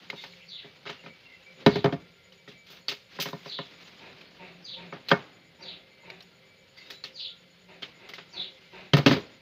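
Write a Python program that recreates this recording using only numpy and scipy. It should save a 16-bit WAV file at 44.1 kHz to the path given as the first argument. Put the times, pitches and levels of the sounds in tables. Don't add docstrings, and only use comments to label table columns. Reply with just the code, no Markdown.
import sys
import numpy as np
from scipy import signal
from scipy.io import wavfile

SR = 44100
rng = np.random.default_rng(int(sys.argv[2]) if len(sys.argv) > 2 else 0)


def log_audio(samples):
    frames = np.atleast_2d(samples).T
    limited = np.clip(frames, -1, 1)
    pcm = np.round(limited * 32767).astype(np.int16)
    wavfile.write(sys.argv[1], SR, pcm)


N = 415272

KITCHEN_T60_S, KITCHEN_DB = 0.49, -19.5
YARD_T60_S = 0.25

# (time [s], relative level [dB], stretch in time [factor], pitch [factor])
BIRD_TRILLS = [(.478, -43, 0.9, 0.98), (1.686, -42, 0.8, 1.02), (3.471, -39, 0.89, 1.02),
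               (4.643, -41.5, 0.84, 1.026), (5.612, -43, .95, 1), (7.143, -41, 0.95, 1.03),
               (8.329, -40, 0.97, 0.99)]


def amp(db):
    return 10 ** (np.asarray(db) / 20)


def rms_one(x):
    return x / np.sqrt(np.mean(x ** 2) + 1e-20)


def at_hz(points, hz):
    return np.interp(np.log(hz), np.log(np.array(points)[:, 0]), np.array(points)[:, 1])


def drift(rate_hz):
    r = np.exp(-2 * np.pi * rate_hz * 40 / SR)
    slow = signal.lfilter([1], [1, -2 * r, r * r], rng.standard_normal(N // 40 + 2002))[2000:]
    return np.interp(np.arange(N) / 40, np.arange(len(slow)), rms_one(slow))


def ring(clicks, hz, t60_s):
    r = 1000 ** (-1 / (t60_s * SR))
    w = 2 * np.pi * hz / SR
    return signal.lfilter([0, np.sin(w)], [1, -2 * r * np.cos(w), r * r], clicks + 1e-18)


def between(columns_db, hz):
    band_centres_hz = [250, 1050, 3000, 13000]
    place = np.interp(np.log(hz), np.log(band_centres_hz), np.arange(4))
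    low = min(int(place), 2)
    return columns_db[low] + (place - low) * (columns_db[low + 1] - columns_db[low])


def echoes(x, t60_s, wet_db):
    t = np.arange(int(.5 * SR)) / SR
    tail = rng.standard_normal(len(t)) * 1000 ** (-t / t60_s) * (t > .004)
    tail /= np.sqrt(np.sum(tail ** 2))
    return x + amp(wet_db) * signal.fftconvolve(x, tail)[:N]


def knocks():
    # (frequency [Hz], relative level [dB], t60 [s])
    worktop = [(144, -3, 0.095), (191.7, -3, 0.033), (275.4, -5.5, 0.078), (406.3, -6.5, 0.14),
               (559, -8, 0.08), (689, -11.5, 0.09), (922, -5, 0.045), (1034, -8.5, 0.037),
               (1211, -7.5, 0.035), (1296, -8.5, 0.038), (1530, 0, 0.013), (1823, -12, 0.098),
               (2185, -13, 0.1), (2780, -20, 0.013), (3320, -15, .03)]
    rows = contacts()
    time_s, clink_db, clink_hz = rows[:, 0], rows[:, 1], rows[:, 6]
    bands_db, pitches_hz = rows[:, 2:6].T, rows[:, [7, 9]]
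    at = np.round(time_s * SR).astype(int)
    scatter_db = rng.normal(0, 0.23, (len(rows), len(worktop)))
    out = np.zeros(N)
    for k, (hz, level_db, t60_s) in enumerate(worktop):
        octaves_off = np.log2(hz / pitches_hz)
        favoured_db = 8 * np.exp(-(octaves_off / 0.11) ** 2).max(axis=1)
        clicks = np.zeros(N)
        clicks[at] = amp(between(bands_db, hz) + level_db + favoured_db + scatter_db[:, k])
        out += ring(clicks, hz, t60_s) * (-1) ** k
    out = echoes(out, 0.14, -5.5)
    t = np.arange(SR // 5) / SR
    clink_decay = 1000 ** (-t / 0.03)
    for i, level_db, hz in zip(at, clink_db, clink_hz):
        out[i:i + len(t)] += amp(level_db - 3) * np.sin(2 * np.pi * hz * t) * clink_decay
    return signal.sosfilt(signal.butter(4, [110, 5500], "band", fs=SR, output="sos"), out)


def contacts():
    # (time [s], relative bass level [dB], treble over bass [dB],
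    # bass pitch [Hz], middle pitch [Hz], clink [Hz], rattle t60 [s])
    thuds = [(0.644, -43, -7, 420, 700, 3280, .19), (1.038, -44, -3.5, 220, 860, 2130, 0.19),
             (1.6625, -3.5, -10.5, 381, 977, 3880, 0.07), (1.7566, -19.5, -12, 407, 877, 4090, 0.12),
             (1.843, -10.5, -16.5, 386, 690, 3045, .063), (1.9246, -21, -14.5, 268, 706, 3220, 0.1),
             (2.477, -42, 0.5, 424, 1310, 1920, .29), (8.934, -10, -5, 145, 1290, 3150, .088),
             (8.983, -18.5, -11.5, 150, 1250, 3060, .12), (9.0612, -7.5, -5, 278, 1200, 2540, .16),
             (9.111, -11.5, -8.5, 272, 1030, 1800, 0.19), (9.164, -26.5, -9.5, 396, 1030, 2620, 0.2)]
    # (time [s], relative middle level [dB], bass over middle [dB], treble over middle [dB],
    # middle pitch [Hz], clink [Hz], rattle t60 [s])
    taps = [(0.129, -34.5, -3, -17, 960, 1790, 0.057), (0.238, -39.5, -10.5, 1, 910, 2120, 0.16),
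            (1.061, -40, 1, -2, 1310, 2410, .16), (1.858, -16.5, -6.5, -15, 760, 1800, 0.1),
            (3.188, -28.5, -3, -11, 1020, 1970, .065), (3.256, -30.5, -2, -3, 1010, 3040, 0.16),
            (3.3301, -28.5, -1, -11, 1030, 3750, 0.022), (3.458, -36, -1, -11, 1020, 1810, 0.069),
            (3.588, -27, -4.5, -6, 1030, 1810, 0.038), (4.9251, -31, -4, -8, 1250, 2240, 0.24),
            (5.115, -6.5, -7, -10, 1504, 3230, 0.059)]
    # (time [s], relative treble level [dB], air over treble [dB], pitch [Hz], rattle t60 [s])
    clinks = [(0.1008, -27, -30, 2120, .033), (0.323, -48, -24, 4200, .08), (0.335, -47, -34, 2260, .1),
              (2.322, -48, -27, 2990, .16), (2.8829, -20.5, -22.5, 4520, 0.16),
              (4.2118, -43.5, -26, 2500, 0.052), (5.0857, -28, -21, 4170, 0.17),
              (6.101, -36, -29, 2270, .025), (6.206, -42, -26, 4160, 0.033), (6.224, -49, -12, 5460, 0.06),
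              (7.039, -29, -27.5, 4290, 0.16), (7.8302, -31, -45, 3170, 0.079),
              (8.1363, -34, -26, 2060, 0.14)]
    # (time [s], relative treble level [dB], air over treble [dB], middle over treble [dB],
    # rattle t60 [s])
    scrapes = [(0.853, -42, -50, -5, 0.071), (0.861, -32, -41, -3.5, 0.47), (0.894, -32, -31, -1, 0.12),
               (2.664, -48.5, -17, -15, .25), (2.7, -47, -10, -5, 0.59), (2.915, -34, -21.5, -3.5, 0.11),
               (3.1991, -24, -14, -17.5, 0.21), (3.222, -31.5, -0.5, -9, .077),
               (3.285, -35.5, -24, -5.5, 0.06), (5.104, -28, -40, -3, 0.086),
               (6.769, -47.5, -22, -12, 0.37), (6.901, -36.5, -18, -10, 0.19),
               (7.822, -35.5, -31, -5, 0.19), (8.089, -39, -18.5, -7, 0.12), (8.181, -37, -48, -4, 0.15),
               (8.967, -26, -17, 6, 0.12)]
    # time s, clink dB, bass dB, middle dB, treble dB, air dB,
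    #      clink Hz, middle Hz, rattle t60 s, bass Hz, noisiness dB
    rows = [(s, db + up + 5.5, db, db - 7, db + up, db + up - 28,
             clink_hz, middle_hz, t60_s, bass_hz, -1)
            for s, db, up, bass_hz, middle_hz, clink_hz, t60_s in thuds]
    rows += [(s, db + up + 6.5, db + low, db, db + up, db + up - 41.5,
              clink_hz, middle_hz, t60_s, 186, -3)
             for s, db, low, up, middle_hz, clink_hz, t60_s in taps]
    rows += [(s, db + 7.5, db - 22.5, db - 16.5, db, db + air,
              hz, 1220, t60_s, 430, -1)
             for s, db, air, hz, t60_s in clinks]
    rows += [(s, db - 3, db + body - 7, db + body, db, db + air,
              3710, 1320, t60_s, 420, 0)
             for s, db, air, body, t60_s in scrapes]
    return np.array(rows)


def rattle_db():
    rattle_share_db = [-6.5, -9, -11.5, 1]
    power, t = np.full((4, N), 1e-14), np.arange(SR // 2) / SR
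    room = amp(KITCHEN_DB) ** 2 * (1 - np.exp(-t / 0.008)) * 10 ** (-6 * t / KITCHEN_T60_S)
    for s, _, *band_db, _, _, t60_s, _, noisy_db in contacts():
        at, t60_s = round(s * SR), np.clip(t60_s, .015, .3)
        crack = max(1 - t60_s / .2, 0) * np.exp(-t / 0.0027)
        rattle = (1 - np.exp(-t / (0.073 * t60_s ** 2))) * 10 ** (-6 * t / t60_s)
        shape = crack + rattle + room
        band_power = amp(np.add(band_db, rattle_share_db) + noisy_db)[:, None] ** 2
        power[:, at:at + len(t)] += (band_power * shape)[:, :N - at]
    return 10 * np.log10(power)


def rustle_db():
    # (time [s], relative level [dB], brightness [dB per band step])
    rustle = [(0.0, -54, -2.5), (0.34, -59.5, 4), (0.73, -59.5, -1.5), (1.83, -58.5, 1.5), (1.99, -62.5, 2),
              (3.15, -68.5, -1), (3.33, -58, 0), (3.8, -52.5, -0.5), (4.46, -59.5, -3.5), (5.11, -57.5, -3),
              (5.43, -65.5, -5), (6.71, -64.5, -1.5), (6.92, -63.5, -3), (7.66, -63.5, -0.5),
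              (7.92, -61, -4), (8.76, -57.5, 1.5), (8.99, -57, -6), (9.1, -62, -11), (9.26, -58, -6),
              (9.42, -62.5, 1)]
    rustle_bands_db = [-2.5, -4, -2.5, -18.5]
    # (time [s], length [s], relative peak [dB], brightness [dB per band step])
    brushes = [(0.1, 0.26, -50, 7), (1.543, 0.14, -54, -4.5), (2.642, 0.2, -52, 0), (3.066, 0.19, -48, 0.5),
               (3.398, 0.18, -48, 4), (3.78, 0.16, -59, 10), (6.744, 0.28, -54.5, 0.5),
               (7.8, 0.15, -58, -4.5)]
    steps = np.arange(-2, 2)[:, None]
    s, level_db, bright_db = np.transpose(rustle)
    t = np.arange(N) / SR
    power = amp(np.interp(t, s, level_db) + steps * np.interp(t, s, bright_db)) ** 2
    for s, length_s, peak_db, bright_db in brushes:
        swell = np.hanning(round(length_s * SR))
        brush = amp(peak_db + steps * bright_db) * swell
        part = power[:, round(s * SR):][:, :len(swell)]
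        part += brush[:, :part.shape[1]] ** 2
    return 10 * np.log10(power) + np.array(rustle_bands_db)[:, None]


def noises():
    # (frequency [Hz], gain [dB per third octave])
    colour = [(40, -44), (80, -24.5), (130, -8.5), (300, -6), (1000, -6.5), (2200, 1), (4200, 6.5),
              (5500, 1), (7000, -12.5), (9000, -29.5), (11000, -14.5), (15000, -2.5)]
    # (frequency [Hz], relative density [dB per Hz])
    air_spectrum = [(24, -48), (40, -4), (163, 2.5), (312, -20.5), (529, 2.5), (585, -8.5), (1070, -18.5),
                    (2150, -9), (4340, -11), (5870, -27), (7000, -37), (7930, -35.5), (16000, -30)]
    rustle, rattle = rustle_db(), rattle_db()
    edges_hz = 40 * 2 ** (np.arange(27) / 3)
    white = rng.standard_normal((2, N))
    grain, crunch = drift(40), drift(140)
    air_total = sum(amp(at_hz(air_spectrum, hz)) ** 2 * hz for hz in edges_hz)
    out = 0
    for k, (low, high) in enumerate(zip(edges_hz, edges_hz[1:])):
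        hz = np.sqrt(low * high)
        air = amp(-60 + at_hz(air_spectrum, hz)) ** 2 * hz / air_total
        hands = amp(between(rustle, hz) - 6.5 + 1.97 * grain + 0.92 * drift(20)) ** 2
        rattling = amp(between(rattle, hz) + 1.5 * drift(30) + 1.4 * crunch) ** 2
        band_power = air + (hands + rattling) * amp(at_hz(colour, hz)) ** 2
        gain = np.sqrt(band_power * SR / 2 / (high - low))
        band = signal.butter(3, [low, high], "band", fs=SR, output="sos")
        out = out + signal.sosfilt(band, gain * white[k % 2])
    return out


def strokes():
    # (time [s], relative level [dB], length [s])
    rubs = [(4.004, -50.5, 0.21), (4.385, -50, 0.24), (4.765, -50.5, 0.23), (5.586, -52, 0.31),
            (6.03, -51.5, 0.26), (7.679, -53.5, 0.17), (7.998, -54, 0.2), (8.328, -49.5, 0.22),
            (8.721, -48.5, 0.23)]
    # (frequency [Hz], nominal width [Hz], relative level [dB], peak moment [0-1])
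    hollow = [(178.4, 21, -5, 0.34), (378, 20, -2, 0.26), (577, 33, -7, 0.1), (916, 39, -0.5, 0.11),
              (714, 250, -1, 0.26), (2600, 930, 3.5, 0.24), (3650, 1000, -4, 0.3)]
    white, out = rng.standard_normal(N), 0
    for hz, width_hz, level_db, moment in hollow:
        swell = np.zeros(N)
        for s, stroke_db, length_s in rubs:
            part = np.linspace(1e-3, 1, round(length_s * SR))
            rise = part / max(moment, .03)
            swell[round(s * SR):][:len(part)] += amp(stroke_db) * rise * np.exp(1 - rise) * (1 - part ** 4)
        t60_s = 1.78 / width_hz
        tone = rms_one(ring(ring(white, hz, t60_s), hz, t60_s))
        out = out + amp(level_db - 2.5) * swell * tone
    return echoes(out, 0.12, -12.5)


def trills():
    # (time after start [s], relative level [dB], centre [Hz], sweep to either side [Hz])
    trill_shape = [(0, -16, 4696, 124), (.012, -8, 4650, 143), (.028, -5, 4217, 560), (.05, 1.5, 3848, 894),
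                   (.09, -0.5, 3685, 940), (.125, -0.5, 3450, 850), (.155, -10, 3285, 722),
                   (.18, -19, 3190, 600)]
    out = np.zeros(N)
    beat = np.cumsum(105 * (1 + 0.076 * drift(30))) / SR % 1
    after_s, shape_db, centre_hz, sweep_hz = np.transpose(trill_shape)
    ragged = 1 + 0.25 * drift(40)
    for s, level_db, stretch, pitch in BIRD_TRILLS:
        t = np.arange(round(after_s[-1] * stretch * SR)) / SR / stretch
        at = round(s * SR) + np.arange(len(t))
        sweep = np.interp(t, after_s, sweep_hz) * ragged[at] * (1 - 2 * beat[at])
        hz = pitch * np.interp(t, after_s, centre_hz) + sweep
        pulse = np.sin(np.pi * beat[at]) ** 0.39
        level = amp(level_db + np.interp(t, after_s, shape_db))
        out[at] += pulse * level * np.sin(2 * np.pi * np.cumsum(hz) / SR)
    return out


def through_window(x):
    # (frequency [Hz], width [Hz], relative level [dB])
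    window = [(2700, 50, -0.5), (3480, 100, -2), (3870, 65, -2.5), (4710, 610, -4)]
    for hz, width_hz, level_db in window:
        x = x + amp(level_db + 4.5) * signal.lfilter(*signal.iirpeak(hz, hz / width_hz, fs=SR), x)
    return x


def whistles():
    # (time [s], length [s], start [Hz], end [Hz], relative level [dB])
    far_whistles = [(0.13, 0.1, 3840, 3730, -46), (0.132, 0.16, 4560, 4300, -52.5),
                    (0.14, 0.14, 3520, 3504, -49), (0.16, 0.073, 2150, 2140, -51),
                    (0.354, .12, 2080, 2740, -51), (0.573, 0.12, 2295, 1873, -54),
                    (0.932, 0.15, 2784, 2800, -53.5), (1.074, 0.079, 2280, 2278, -50),
                    (1.22, 0.088, 2790, 2720, -51.5), (1.231, 0.16, 2110, 2050, -52),
                    (1.299, .14, 2720, 2710, -57), (1.436, 0.1, 2300, 2330, -51),
                    (6.76, 0.078, 2070, 2156, -50.5), (6.75, 0.065, 4620, 4730, -55),
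                    (6.8, 0.057, 2670, 2660, -53.5), (6.79, 0.11, 3760, 3706, -53),
                    (6.844, 0.054, 4950, 4900, -57), (6.897, 0.11, 3950, 3950, -47),
                    (6.916, 0.092, 7020, 7070, -64)]
    lead_ins = [(s - .04, .09, 5140, 6600, db - 18.5) for s, db, *_ in BIRD_TRILLS]
    out, waver_hz = np.zeros(N), 60 * drift(82)
    for s, length_s, start_hz, end_hz, level_db in far_whistles + lead_ins:
        at = round(s * SR) + np.arange(round(length_s * SR))
        waver_share = 0.39 + 20 * abs(end_hz / start_hz - 1)
        hz = np.linspace(start_hz, end_hz, len(at)) + waver_hz[at] * waver_share
        out[at] += amp(level_db - 0.5) * np.hanning(len(at)) * np.sin(2 * np.pi * np.cumsum(hz) / SR)
    return out


def birds():
    song = through_window(trills()) + whistles()
    return echoes(song * amp(3.4 * drift(55)), YARD_T60_S, 0.55)


def cricket():
    # (time [s], lag of the chirps [s])
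    cricket_lag = [(.7, .055), (2.7, .048), (3.7, .063), (4.7, .073), (5.7, .068), (6.7, .06), (7.7, .066),
                   (8.7, .071)]
    period_s, mode_hz, level_db = .1139, 6887, -76
    t = np.arange(N) / SR
    phase = (t - np.interp(t, *np.transpose(cricket_lag))) / period_s % 1
    chirp = np.sin(np.pi * np.clip(phase / 0.59, 0, 1)) ** 0.52
    wing = (1 + np.sin(2 * np.pi * 104 * t)) ** 1.2
    song = ring(chirp * wing * rng.standard_normal(N), mode_hz, .012)
    song = echoes(ring(song, mode_hz, 0.0046), YARD_T60_S, 0.5)
    return amp(level_db + 2.3 * drift(2.3)) * rms_one(song)


def hum():
    # (frequency [Hz], nominal width [Hz], relative level [dB])
    hum_modes = [(176.3, 20, 5), (386, 37, -2.5), (527.3, 31, 2), (948, 13, -13), (1390, 70, -7),
                 (2087, 200, 2), (2306, 20, 0.5), (2610, 130, -23), (3460, 42, -10.5), (4355, 260, 0)]
    white, out = rng.standard_normal(N), 0
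    for hz, width_hz, level_db in hum_modes:
        t60_s = 3.7 / width_hz
        tone = rms_one(ring(ring(white, hz, t60_s), hz, t60_s))
        out = out + amp(level_db + 4.1 * drift(3.7)) * tone
    return amp(-59) * rms_one(out)


def scene():
    return (knocks() + noises() + strokes() + birds() + cricket() + hum())[None]


def record(dry):
    thin = signal.sosfilt(signal.butter(1, 80, "high", fs=SR, output="sos"), dry)
    rounded = 1.364 * np.tanh(thin / 1.666)
    return signal.sosfilt(signal.cheby2(18, 70, 16050, fs=SR, output="sos"), rounded)


dry = scene()
out = record(dry)
log_audio(out)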